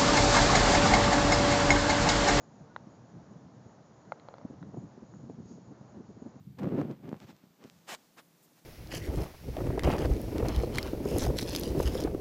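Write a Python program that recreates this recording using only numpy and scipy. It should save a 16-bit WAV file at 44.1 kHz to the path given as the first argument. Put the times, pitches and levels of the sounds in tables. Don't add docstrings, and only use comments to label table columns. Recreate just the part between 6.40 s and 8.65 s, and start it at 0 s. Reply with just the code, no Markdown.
import sys
import numpy as np
from scipy import signal
from scipy.fft import rfft, irfft, next_fast_len
from scipy.io import wavfile

SR = 44100
rng = np.random.default_rng(int(sys.argv[2]) if len(sys.argv) > 2 else 0)


def master(y):
    cut = np.clip(np.atleast_2d(y).T, -1, 1)
    pcm = np.round(cut * 32767)
    wavfile.write(sys.argv[1], SR, pcm.astype(np.int16))


N = 99225


def rubs():
    # time_s, level_db
    long_rub = [(.16, -73), (.19, -47), (.222, -35), (.24, -33), (.275, -33), (.295, -41), (.32, -33),
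                (.358, -31), (.368, -35.5), (.385, -26), (.41, -29.5), (.435, -37), (.475, -44.5),
                (.505, -33), (.525, -40.5), (.56, -61), (.615, -55)]
    short_rub = [(.618, -62), (.635, -43), (.66, -46.5), (.69, -41.5), (.708, -49.5), (.74, -57),
                 (.755, -48), (.785, -65)]
    friction = [(.17, -74), (.19, -50), (.215, -53.5), (.24, -51.5), (.28, -55.5), (.34, -55.5),
                (.405, -47.5), (.445, -58.5), (.48, -59), (.51, -53.5), (.56, -69.5), (.62, -71),
                (.638, -59.5), (.69, -57.5), (.708, -63.5), (.755, -60.5), (.79, -68.5)]
    # freq_hz, gain_db
    housing = [(25, -33), (42, -44), (62, -20), (130, 2.5), (280, 2.5), (420, -5.5), (600, -10.5),
               (850, -25.5), (1400, -28), (3000, -76.5)]
    hair = [(300, -9.5), (800, 6), (1300, -4.5), (2200, -7), (3600, -16), (6500, -26), (10000, -36),
            (15000, -27.5)]
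    boom = unit(coloured(slips(per_s=700, scatter_db=5), housing))
    scratch = unit(coloured(grains(per_s=5000, scatter_db=5.5), hair))
    return boom * (level(long_rub) + level(short_rub)) + scratch * level(friction)


def slips(per_s, scatter_db):
    jitter, size, side = rng.random((int(N * per_s / SR), 3)).T
    at = ((np.arange(len(jitter)) + jitter) * SR / per_s).astype(int)
    force = np.sign(side - .5) * amp(scatter_db * (2 * size - 1))
    return np.bincount(at, force, N)[:N]


def thumps(ring_hz=187, q=2.2, padding_hz=1500):
    # start_s, peak_db, cutoff_hz
    contacts = [(.232, -28.5, 800), (0.2447, -24, 350), (0.267, -29.5, 158), (.273, -24, 171),
                (0.323, -26.5, 260), (.376, -31, 400), (.388, -25.5, 202), (0.4155, -21, 346),
                (.451, -29, 176), (0.6907, -32.5, 405), (.716, -35, 550), (.729, -25, 406),
                (.743, -35.5, 1110), (.929, -49, 400), (1.038, -51, 215), (1.069, -54.5, 150),
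                (1.106, -54.5, 149), (1.248, -39, 333), (1.256, -41.5, 400), (1.276, -48.5, 350)]
    out, impulse = np.zeros(N), signal.unit_impulse(SR // 10)
    for start_s, peak_db, cutoff_hz in contacts:
        def response(hz):
            w = 1j * hz / ring_hz
            ring = w * w / (1 + w / q + w * w)
            return ring / (1 + 1j * hz / cutoff_hz) ** 2 / (1 + 1j * hz / padding_hz)
        push = filtered(impulse, response)
        add(out, start_s, amp(peak_db) * push / np.abs(push).max())
    return out


def licks():
    # start_s, hold_s, level_db, tilt_db_per_octave
    strokes = [(.826, 0.014, -53, 0), (.895, .012, -52.5, 1.1), (.93, 0.061, -68.5, 2.5),
               (1.03, 0.021, -66, 0.5), (1.226, 0.017, -54.5, -2.5), (1.273, 0.002, -60, 2),
               (2.18, .012, -65, 6.5)]
    # freq_hz, gain_db
    spectrum = [(50, -37), (150, 6.5), (280, 7.5), (420, 1.5), (650, -1.5), (1300, -8.5), (2500, -12.5),
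                (6000, -19.5), (8000, -28), (10000, -38.5), (15000, -29)]
    return bursts(strokes, spectrum, rise_s=0.038, fall_s=0.019)


def swishes():
    # start_s, hold_s, level_db, tilt_db_per_octave
    events = [(1.497, 0.041, -41.5, 0), (1.789, 0.0019, -51.5, -2.5), (2.036, 0.011, -60.5, 17.5)]
    # freq_hz, gain_db
    spectrum = [(60, -51), (150, -6.5), (350, -5), (500, -4), (680, 1.5), (810, 0), (1120, -0.5),
                (1500, -3), (1850, -3.5), (2650, -5), (3350, -5.5), (4500, -10.5), (5000, -8.5),
                (5900, -12), (7100, -9.5), (8400, -13), (10200, -21.5), (12500, -19.5), (15000, -24)]
    return bursts(events, spectrum, rise_s=0.024, fall_s=0.024)


def bursts(events, spectrum, rise_s, fall_s, tilt_from_hz=1100):
    texture = coloured(grains(per_s=15000, scatter_db=2), spectrum)
    out = np.zeros(N)
    for start_s, hold_s, level_db, tilt in events:
        tilted = filtered(texture, lambda hz: amp(tilt * np.log2(1 + hz / tilt_from_hz)))
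        out += amp(level_db) * unit(tilted) * swell(start_s, hold_s, rise_s, fall_s)
    return out


def clicks():
    # start_s, peak_db
    snaps = [(0.1867, -44), (.1898, -45), (.1959, -44), (0.2336, -43), (0.2372, -47), (0.3497, -49),
             (.4158, -41), (.5136, -44.5), (.6776, -53), (.6923, -43.5), (0.7662, -50), (.8028, -40),
             (.9656, -49), (1.2406, -40.5), (1.299, -36.5), (1.3649, -55), (1.3889, -50.5), (1.549, -26.5),
             (1.7978, -55), (2.048, -70)]
    # freq_hz, gain_db
    spectrum = [(200, -5), (1200, 0), (3000, 3.5), (6000, -1), (7800, -6), (9800, -18), (15000, -20)]
    out, snap = np.zeros(N), coloured(signal.unit_impulse(SR // 20), spectrum)
    for start_s, peak_db in snaps:
        add(out, start_s, amp(peak_db) * snap / np.abs(snap).max())
    return out


def coat_rustle():
    # time_s, level_db
    envelope = [(.6, -85), (.85, -73), (.95, -86), (1.1, -75.5), (1.2, -76), (1.32, -68.5), (1.43, -70),
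                (1.6, -66.5), (1.72, -71.5), (1.88, -74), (2.03, -69.5), (2.12, -71), (2.25, -71)]
    # freq_hz, gain_db
    spectrum = [(200, -4.5), (600, 8), (1500, -0.5), (3000, -3), (7000, -1), (10000, -11.5), (15000, -7.5)]
    return noise(spectrum) * level(envelope)


def bedding(rise_s=0.018, fall_s=0.039):
    # start_s, hold_s, level_db
    shifts = [(.002, 0.0034, -48.5), (0.064, 0.033, -45.5), (0.131, 0.0039, -48), (0.186, 0.013, -45),
              (0.556, 0.1, -58.5), (0.64, 0.015, -56.5), (.75, .004, -51.5), (0.832, 0.0087, -50.5),
              (0.925, .02, -62.5), (1.318, 0.066, -66.5), (2.075, 0.013, -76)]
    # freq_hz, gain_db
    spectrum = [(25, -38), (45, -39), (70, -12), (150, 5), (200, -1), (270, -16.5), (450, -31.5),
                (1000, -58)]
    gain = sum(amp(db) * swell(start_s, hold_s, rise_s, fall_s) for start_s, hold_s, db in shifts)
    return noise(spectrum) * gain


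def background(hum_db=-67.5, hiss_db=-74):
    # freq_hz, gain_db
    hum = [(25, -52.5), (45, -44), (70, -30), (120, -16), (175, -3), (225, -10), (330, -12), (410, -17.5),
           (600, -21), (1200, -25.5), (3000, -48)]
    hiss = [(300, -17.5), (1500, 15.5), (4000, 14), (7500, 9.5), (10000, 1.5), (12500, 12.5), (15000, 10.5)]
    fizz = [(4000, -36.5), (9000, -1), (15000, -1)]
    # time_s, level_db
    fizz_envelope = [(1.2, -102), (1.7, -78), (1.79, -68.5), (1.9, -75.5), (2.25, -73)]
    return amp(hum_db) * noise(hum) + amp(hiss_db) * noise(hiss) + level(fizz_envelope) * noise(fizz)


def grains(per_s, scatter_db):
    impulses = (rng.random(N) < per_s / SR) * rng.choice([-1, 1], N)
    return unit(impulses * amp(scatter_db * rng.standard_normal(N)))


def noise(spectrum):
    return unit(coloured(rng.standard_normal(N), spectrum))


def swell(start_s, hold_s, rise_s, fall_s):
    t = np.arange(N) / SR
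    before = np.maximum(start_s - t, 0) / rise_s
    after = np.maximum(t - start_s - hold_s, 0) / fall_s
    return amp(-20 * (before ** 2 + after ** 2))


def level(points):
    time_s, level_db = np.transpose(points)
    return amp(np.interp(np.arange(N) / SR, time_s, level_db, left=-120, right=-120))


def coloured(x, spectrum):
    freq_hz, gain_db = np.transpose(spectrum)
    def response(hz):
        gain = amp(np.interp(np.log(hz + 1), np.log(freq_hz + 1), gain_db))
        cepstrum = irfft(np.log(gain))
        half = len(cepstrum) // 2
        cepstrum[1:half] *= 2
        cepstrum[half + 1:] = 0
        return np.exp(rfft(cepstrum))
    return filtered(x, response)


def filtered(x, response):
    size = 2 * next_fast_len(len(x))
    hz = np.fft.rfftfreq(size, 1 / SR)
    return irfft(rfft(x, size) * response(hz), size)[:len(x)]


def add(track, start_s, sound):
    part = track[max(round(start_s * SR), 0):][:len(sound)]
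    part += sound[:len(part)]


def amp(db):
    return 10 ** (np.asarray(db) / 20)


def unit(x):
    return x / np.sqrt(np.mean(x ** 2) + 1e-20)


def scene():
    cat = rubs() + thumps() + licks() + swishes() + clicks() + coat_rustle()
    return (cat + bedding() + background())[None]


def record(dry):
    top_hz = 15500
    return np.array([filtered(channel, lambda hz: hz < top_hz) for channel in dry])


dry = scene()
out = record(dry)
master(out)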